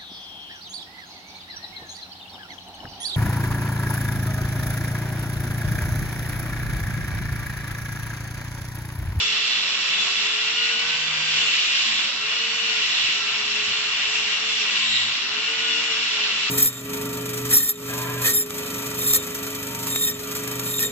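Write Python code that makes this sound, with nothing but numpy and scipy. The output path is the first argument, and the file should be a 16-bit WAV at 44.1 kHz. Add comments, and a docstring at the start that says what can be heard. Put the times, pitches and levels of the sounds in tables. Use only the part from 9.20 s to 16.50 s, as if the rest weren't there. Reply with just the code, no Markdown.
"""A harsh, gritty hiss: an angle grinder works on plaster high on a wall, some way off in a narrow alley.
Grit cracks off under the disc and echoes between the houses; leaning on the tool slows the motor and
changes the hiss. The disc's ten segments whine, and its steel sings, or squeals when it binds in the wall.
Underneath, the motor hums and the wobbling disc drums. In the background the alley booms,
a breeze bumps the microphone and something hoots once, faintly."""
import sys
import numpy as np
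from scipy import signal
from scipy.fft import rfft, irfft
from scipy.io import wavfile

SR = 44100
rng = np.random.default_rng(int(sys.argv[2]) if len(sys.argv) > 2 else 0)


def inscribe(sig):
    """Save sig as 16-bit PCM at rate SR to the path in sys.argv[1].

    A 1-D sig is mono; a 2-D sig holds one channel per row.
    Samples are clipped to [-1, 1] before scaling.
    """
    pcm = np.round(np.clip(np.atleast_2d(sig).T, -1, 1) * 32767)
    wavfile.write(sys.argv[1], SR, pcm.astype(np.int16))


N = 321930
TIME = np.arange(N) / SR
FROM_MIDDLE_S = TIME - TIME.mean()
FREQ = np.maximum(np.arange(N // 2 + 1) * SR / N, 1)
SEGMENTS, GEAR_RATIO = 10, 12 / 37
HELD_SPEED, FREE_SPEED, USUAL_SPEED = 325, 372, 420  # motor turns a second: bound, just free, normal load


# Larger chips flying off. Each row: time in seconds, size in dB above the grit.
BIG_CHIPS = [(2.216, 18), (2.793, 24), (3.771, 18), (5.833, 22), (5.955, 19)]

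def grit(disc_turns, grains_per_s=30000, size_db=1.27, throb=0.038, chop=0.14):
    """Grains crack off the plaster as each segment passes, most strongly at the disc's high spot."""
    high_spot = 1 + throb * np.cos(2 * np.pi * disc_turns)
    segment_contact = 1 + chop * np.cos(2 * np.pi * SEGMENTS * disc_turns)
    grains = rng.standard_normal((2, N)) * (rng.random((2, N)) < grains_per_s / SR)
    sizes = from_db(size_db * np.minimum(rng.exponential(1, (2, N)), 6))
    grains = grains * high_spot * segment_contact * sizes
    for start, chip_db in BIG_CHIPS:
        grains[:, round(start * SR)] += from_db(chip_db)
    return grains


# The tone colour of the grit. Each row: frequency in Hz, level in dB.
GRIT_COLOUR = [(200, -35), (520, -24), (1000, -16.5), (1620, -12.5), (2480, -4.5), (2750, -1), (3200, -3.5),
               (4000, -5.5), (5000, -10.5), (5800, -11.5), (6600, -20.5), (7000, -16), (7700, -19.5)]
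# Where the disc and its guard ring. Each row: pitch in Hz, width in Hz, boost in dB.
DISC_RESONANCES = [(572, 40, 4), (978, 30, 3.5), (1102, 35, 4), (1233, 45, 5), (1480, 110, 3),
                   (1940, 32, 4.5), (2058, 32, 3.5), (2250, 70, 3), (2620, 50, 3), (2750, 90, 3),
                   (2920, 100, 2.5), (3284, 25, 2), (3480, 110, 2.5), (5510, 150, 2.5), (6920, 130, 3),
                   (7480, 90, 2)]
# Which side the hiss comes from. Each row: frequency in Hz, dB by which left is louder.
HISS_BALANCE = [(400, -1), (1100, -1.5), (1500, 1.5), (2100, 1.5), (2900, -0.5), (3500, -4), (4200, -6.5),
                (5600, -8), (7200, -3)]

def hiss(grains):
    """The grains ring the disc and guard and echo off the house walls, blurring into a hiss."""
    ring_db = sum(db * abs(resonance(hz, width)) ** 2 for hz, width, db in DISC_RESONANCES)
    colour = from_db(over_freq(GRIT_COLOUR) + ring_db)
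    walls = 1 + wall_echoes(decay_s=0.6, echo_db=-7)
    spectrum = spread(rfft(grains) * walls) * colour * pan(over_freq(HISS_BALANCE))
    return spectrum / np.std(irfft(spectrum, N))


# How each band of the hiss changes. Each row: centre in Hz, dB per dB of bite, dB per percent of
# motor slowing, dB per second as the microphone turns, dB added when the disc binds fully.
HISS_BANDS = [(1450, 0.15, -0.0116, 0.04, -2.2), (2500, 1.2, -0.0037, 0.14, -3),
              (4100, 0.5, 0.0985, -0.12, .8), (5530, 0.54, 0.0733, 0.02, -8.5),
              (6900, 1.23, 0.0031, 0.16, -1.5)]
# The hiss flares as the disc tilts. Each row: time and half length in seconds, pitch in Hz, rise in dB.
TILT_FLARES = [(.3, .12, 3950, 3), (2.15, .05, 5460, 2), (2.62, 0.065, 5460, 4), (2.78, .09, 3950, 1),
               (3.55, .1, 5460, 3), (3.8, .14, 3950, 2), (5.4, .08, 5460, 3), (7.0, 0.14, 3950, 2)]

def grinding(disc_turns, bite_db, slowing_percent, binding, level_db=-22.0, patchy_db=0.85):
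    """A harder bite makes the hiss louder and brighter; patchy plaster makes it flicker."""
    spectrum = hiss(grit(disc_turns))
    centres = np.transpose(HISS_BANDS)[0]
    times, half_lengths, flare_hz, rise_db = np.transpose(TILT_FLARES)
    out = 0
    for share, (_, per_bite, per_slowing, per_s, bound_db) in zip(np.eye(len(centres)), HISS_BANDS):
        # share is 1 at this band's centre and 0 at the others, so the bands blend
        band = irfft(spectrum * over_freq(list(zip(centres, share))), N)
        load_db = per_bite * bite_db + per_slowing * slowing_percent + bound_db * binding
        flare_db = swells(times, half_lengths, rise_db * np.interp(flare_hz, centres, share))
        out += band * from_db(load_db + per_s * FROM_MIDDLE_S + flare_db + patchy_db * drift(9.3))
    return from_db(level_db) * out


# How well the whine carries. Each row: pitch in Hz, level in dB.
WHINE_BY_PITCH = [(1080, -55), (1300, -48.5), (1470, -41.5), (1600, -48), (2300, -46.5), (2550, -41),
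                  (2680, -39), (2830, -36), (2905, -29.5), (2965, -33), (3020, -38.5), (3400, -42),
                  (4000, -40), (4150, -45.5), (4400, -43), (4720, -39.5)]
# The lowest note of the whine comes and goes. Each row: time in seconds, change in dB.
LOW_WHINE_CHANGES = [(0, -0.5), (.6, -5), (1.05, 2.5), (1.7, 3), (2.9, -3), (4.0, 1.5), (4.4, -7),
                     (5.4, -10), (6.4, 0.5), (7.3, -0.5)]

def segment_whine(disc_turns, disc_speed, bite_db, db_per_bite=0.05):
    """The slots between the segments chop the air into a whine; rough contact makes it flutter."""
    passes, hz = SEGMENTS * disc_turns, SEGMENTS * disc_speed
    first = tone(passes, rough=0.45, left_db=3, lag=0.3, flutter_rate=8)
    second = tone(2 * passes, rough=0.45, left_db=5.5, lag=0.6, flutter_rate=7)
    third = tone(3 * passes, rough=0.4, left_db=-1.5, lag=0.9, flutter_rate=7)
    notes = (from_db(over_time(LOW_WHINE_CHANGES)) * first, second, third)
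    whine = sum(at_pitch(WHINE_BY_PITCH, order * hz) * note for order, note in enumerate(notes, 1))
    return from_db(db_per_bite * bite_db) * whine


# The two notes of the steel disc. Each row: pitch in Hz, width in Hz, level in dB,
# dB by which left is louder, dB per dB of bite.
STEEL_NOTES = [(3460, 22, -40.5, -0.5, 1.0), (5508, 22, -45, -7.5, 1.0)]
# The rim catches. Each row: time and half length in seconds, dB added to the low note, to the high note.
RIM_CATCHES = [(0.054, 0.39, 5, 6), (.82, .22, 12.5, -6), (2.17, 0.058, 0, 8), (2.502, 0.23, 3, -3),
               (3.55, .08, 2, 5), (5.38, .08, 2, 5), (6.5, 0.11, 12, -2)]

def disc_singing(bite_db, waver_db=4.0, db_per_s=-0.4):
    """Rubbing keeps two notes ringing. They swell or dip as the rim catches, and fade as the mic turns."""
    times, half_lengths, *changes = np.transpose(RIM_CATCHES)
    out = 0
    for (hz, width, db, left_db, per_bite), catch_db in zip(STEEL_NOTES, changes):
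        rubbing = rfft(rng.standard_normal((2, N)))
        note = ring(rubbing, hz, width)
        level_db = db + per_bite * bite_db + swells(times, half_lengths, catch_db) + waver_db * drift(4)
        out += note * from_db(level_db) * pan(left_db)
    return out * from_db(db_per_s * FROM_MIDDLE_S)


# The notes of a binding disc. Each row: pitch in Hz, width in Hz, level in dB when fully bound.
SQUEAL_NOTES = [(1950, 49, -34.5), (3320, 200, -32.5), (3780, 190, -24), (5330, 50, -37), (7450, 110, -37)]

def disc_squeal(binding):
    """The harder the wall holds the disc, the more it squeals."""
    return binding * ringing(SQUEAL_NOTES) * pan(-2.2)


# How well the motor's hum carries. Each row: pitch in Hz, level in dB.
HUM_BY_PITCH = [(325, -69), (360, -58), (405, -52.5), (425, -44.5), (436, -45.5), (453, -44), (468, -48),
                (486, -52.5)]
# The hum dips briefly. Each row: time in seconds, half length in seconds, depth in dB.
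HUM_DIPS = [(3.123, 0.012, 6), (4.782, 0.063, 22), (5.17, 0.044, 11), (5.386, 0.017, 16), (6.25, 0.022, 8),
            (6.88, 0.042, 15)]

def motor_hum(turns, speed, db_per_s=0.45, housing_hz=1040, housing_width_hz=130):
    """The rotor hums once a turn, rougher under load; the air in its housing boosts nearby overtones."""
    rough = np.interp(speed, [HELD_SPEED, USUAL_SPEED], [1.5, 0.3])
    hum = tone(turns, rough, left_db=-3.5, lag=0.33, flutter_rate=14)
    level_db = db_per_s * FROM_MIDDLE_S - swells(*np.transpose(HUM_DIPS))  # grows as the microphone turns
    out = at_pitch(HUM_BY_PITCH, speed) * from_db(level_db) * hum
    for order in (2, 3):
        nearness = 1 / (1 + (2 * (order * speed - housing_hz) / housing_width_hz) ** 2)
        out += from_db(-44) * nearness * tone(order * turns, rough=0.62, left_db=1.5, lag=0.5)
    return out


# Low pitches where the wobble booms. 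Each row: pitch in Hz, width in Hz, level in dB.
WOBBLE_RESONANCES = [(107.9, 18, -51), (155.6, 11, -47), (222, 26, -49), (288.2, 16, -58.5)]
# The drone at two beats a turn. Each row: time in seconds, level in dB.
DRONE_LEVELS = [(0, -70.5), (5.7, -67.5), (6.05, -54), (7.3, -55.5)]

def disc_wobble(disc_turns, once_db=-68.5):
    """The wobbling disc drums on the wall once and twice a turn, booming where it meets a resonance."""
    once = tone(disc_turns, rough=0.12, left_db=0, lag=0.05)
    twice = tone(2 * disc_turns, rough=0.35, left_db=0, lag=0.1)
    response = sum(from_db(db) * resonance(hz, width) ** 3 for hz, width, db in WOBBLE_RESONANCES)
    boom = irfft(rfft(once + twice) * response, N)
    return boom + from_db(once_db) * once + from_db(over_time(DRONE_LEVELS)) * twice


# The tone colour of the breeze. Each row: frequency in Hz, level in dB.
BREEZE_COLOUR = [(20, -5), (45, -0.5), (90, -2), (180, -3), (400, -25), (900, -32)]
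# The breeze between puffs. Each row: time in seconds, level in dB.
BREEZE_LEVELS = [(0, -65), (1.3, -71), (2.0, -64), (3.2, -68), (5.5, -64.5), (6.15, -78), (7.3, -74)]
# Puffs of air. Each row: time in seconds, rise in dB.
AIR_PUFFS = [(.09, 14), (.47, 8), (1.95, 9), (2.3, 7), (3.83, 14), (4.11, 6), (4.5, 15), (4.88, 6),
             (5.05, 10)]

def breeze(gust_db=3.0, puff_half_length_s=0.06):
    """A light breeze bumps the microphone and makes a low, uneven rumble."""
    rumble = unit_power(irfft(noise_spectrum() * from_db(over_freq(BREEZE_COLOUR)), N))
    times, rise_db = np.transpose(AIR_PUFFS)
    puff_db = swells(times, puff_half_length_s, rise_db)
    return from_db(over_time(BREEZE_LEVELS) + puff_db + gust_db * drift(4.7)) * rumble


# The alley's own low notes. Each row: pitch in Hz, width in Hz, level in dB.
ALLEY_NOTES = [(112, 16, -70), (149, 30, -58), (219.8, 12, -54.5), (274.6, 40, -57)]

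def alley_boom():
    """The alley booms softly at a few low pitches."""
    return ringing(ALLEY_NOTES)


def distant_hoot(start_s=2.83, end_s=3.02, hz=560, level_db=-53, fade_s=0.044):
    """One short, faint note from further off."""
    fade = np.clip(np.minimum(TIME - start_s, end_s - TIME) / fade_s, 0, 1)
    return from_db(level_db) * fade * tone(hz * TIME, rough=0.15, left_db=-8, lag=0.3)


def wall_echoes(decay_s, echo_db):
    """Left and right spectra of a scatter of echoes that dies by 60 dB in decay_s."""
    echoes = rng.standard_normal((2, N)) * from_db(-60 * np.minimum(TIME / decay_s, 2))
    energy = np.sum(echoes ** 2, axis=1, keepdims=True)
    return from_db(echo_db) * rfft(echoes / np.sqrt(energy))


# What the microphone's two openings pick up. Each row: frequency in Hz, how alike the sides are
# from 0 to 1, radians by which left is ahead.
MIC_OPENINGS = [(100, .985, 0), (330, .95, .12), (550, .5, .45), (800, .35, -.1), (1200, .45, .9),
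                (1500, .45, .3), (2150, .4, -2.2), (2800, .33, .6), (3150, .3, 0), (3500, .33, 1.6),
                (4100, .4, 2.8), (5500, .25, 3.9), (7500, .15, 3.3)]

def spread(pair):
    """Two unrelated spectra become left and right, alike and in step in the bass."""
    hz, likeness, lead = np.transpose(MIC_OPENINGS)
    alike = over_freq(list(zip(hz, likeness)))
    sides = np.array([[1], [-1]])
    both = np.sqrt((1 + alike) / 2) * pair[0] + np.sqrt((1 - alike) / 2) * pair[1] * sides
    return both * np.exp(0.5j * sides * over_freq(list(zip(hz, lead))))


def noise_spectrum():
    """The spectrum of white noise, spread over left and right."""
    return spread(rfft(rng.standard_normal((2, N))))


def tone(cycles, rough, left_db, lag, flutter_rate=9):
    """A note that flutters differently on each side; right is behind left by lag radians."""
    flutter = np.array([drift(flutter_rate) + 1j * drift(flutter_rate) for side in range(2)])
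    phase = 2 * np.pi * cycles + lag * np.array([[0.5], [-0.5]])
    wave = (1 + rough * flutter) * np.exp(1j * phase)
    return unit_power(wave.real) * pan(left_db)


def resonance(hz, width):
    """How strongly a ringing thing answers each frequency: 1 at its own pitch."""
    return 1 / (1 + 1j * (FREQ / hz - hz / FREQ) * hz / width)


def ring(shake, hz, width):
    """One note at unit power, rung by a spectrum of noise."""
    return unit_power(irfft(shake * resonance(hz, 2 * width) ** 2, N))


def ringing(notes):
    """Several notes rung by the same random shaking."""
    shake = noise_spectrum()
    return sum(from_db(db) * ring(shake, hz, width) for hz, width, db in notes)


def drift(rate):
    """A smooth random wander of about 1 either way; a higher rate wanders faster."""
    step, warm_up = 40, 2000
    pole = np.exp(-2 * np.pi * rate * step / SR)
    noise = rng.standard_normal(N // step + warm_up + 2)
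    slow = signal.lfilter([1], [1, -2 * pole, pole * pole], noise)[warm_up:]
    return np.interp(np.arange(N) / step, np.arange(len(slow)), unit_power(slow))


def swells(times, half_lengths, heights):
    """A bell-shaped rise at each time, added up."""
    bells = np.broadcast(times, half_lengths, heights)
    return sum(height * np.exp(-((TIME - peak) / half) ** 2) for peak, half, height in bells)


def pan(left_db):
    """Left and right gains, left_db apart, that keep the total power."""
    gains = from_db(np.array([[0.5], [-0.5]]) * left_db)
    return gains / np.sqrt(np.mean(gains ** 2, axis=0))


def over_time(points):
    """Join (seconds, value) points into a curve."""
    return np.interp(TIME, *np.transpose(points))


def over_freq(points, hz=FREQ):
    """Join (Hz, value) points, with octaves evenly spaced, and read the curve at hz."""
    pitches, values = np.transpose(points)
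    return np.interp(np.log(hz), np.log(pitches), values)


def at_pitch(points, hz):
    """The gain of a note, read from (Hz, dB) points."""
    return from_db(over_freq(points, hz))


def from_db(db):
    """Decibels to gain."""
    return 10 ** (np.asarray(db) / 20)


def unit_power(x):
    """Scale to an average power of 1."""
    return x / np.sqrt(np.mean(x ** 2) + 1e-20)


# How fast the motor runs. Each row: time in seconds, turns a second.
MOTOR_SPEEDS = [(0.0, 423), (0.45, 404), (0.98, 413), (1.98, 486), (2.09, 481), (2.45, 388), (2.7, 351),
                (2.84, 370), (3.11, 441), (3.36, 457), (3.56, 439), (3.73, 391), (4.06, 419), (5.13, 430),
                (5.33, 443), (5.53, 403), (5.61, 356), (5.75, 319), (6.11, 418), (6.32, 448), (6.69, 446),
                (7.3, 406)]
# How hard the disc bites. Each row: time in seconds, level in dB (only its swing about the average counts).
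BITE_LEVELS = [(0.0, -19.5), (0.08, -21.5), (0.65, -21.5), (0.67, -21), (1.39, -22), (1.45, -21.5),
               (1.98, -22.5), (2.19, -18.5), (2.81, -20.5), (2.94, -25.5), (3.09, -23.5), (3.89, -20.5),
               (4.01, -23), (4.5, -21.5), (4.71, -23), (4.9, -20.5), (5.2, -22.5), (5.77, -19.5),
               (5.9, -23.5), (6.07, -25), (6.5, -22.0), (7.3, -22.5)]
# The microphone turns, so the disc shifts sideways. Each row: time in seconds, dB added to left over right.
MIC_TURN = [(0, 0.4), (1.5, 1), (3, 1.3), (4.2, 1.5), (5.7, 2.5), (6.4, 2), (7.3, 2.2)]

def scene():
    """The motor drives the disc through a gear, trembling under the load, with the alley behind it."""
    speed = over_time(MOTOR_SPEEDS)
    turns = np.cumsum(speed * (1 + 0.000997 * drift(9.4))) / SR
    disc_turns, disc_speed = GEAR_RATIO * turns, GEAR_RATIO * speed
    slowing_percent = 100 * (1 - speed / USUAL_SPEED)
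    binding = np.interp(speed, [HELD_SPEED, FREE_SPEED], [1, 0])  # 1 when the wall holds the disc hardest
    bite_db = over_time(BITE_LEVELS)
    bite_db -= bite_db.mean()
    disc = grinding(disc_turns, bite_db, slowing_percent, binding)
    disc += segment_whine(disc_turns, disc_speed, bite_db)
    disc += disc_singing(bite_db) + disc_squeal(binding)
    grinder = disc * pan(over_time(MIC_TURN)) + motor_hum(turns, speed) + disc_wobble(disc_turns)
    return grinder + breeze() + alley_boom() + distant_hoot()


def record(dry):
    """The treble is cut steeply above 7740 Hz."""
    return signal.sosfilt(signal.ellip(12, 0.2, 80, 7740, fs=SR, output="sos"), dry)


dry = scene()
out = record(dry)
inscribe(out)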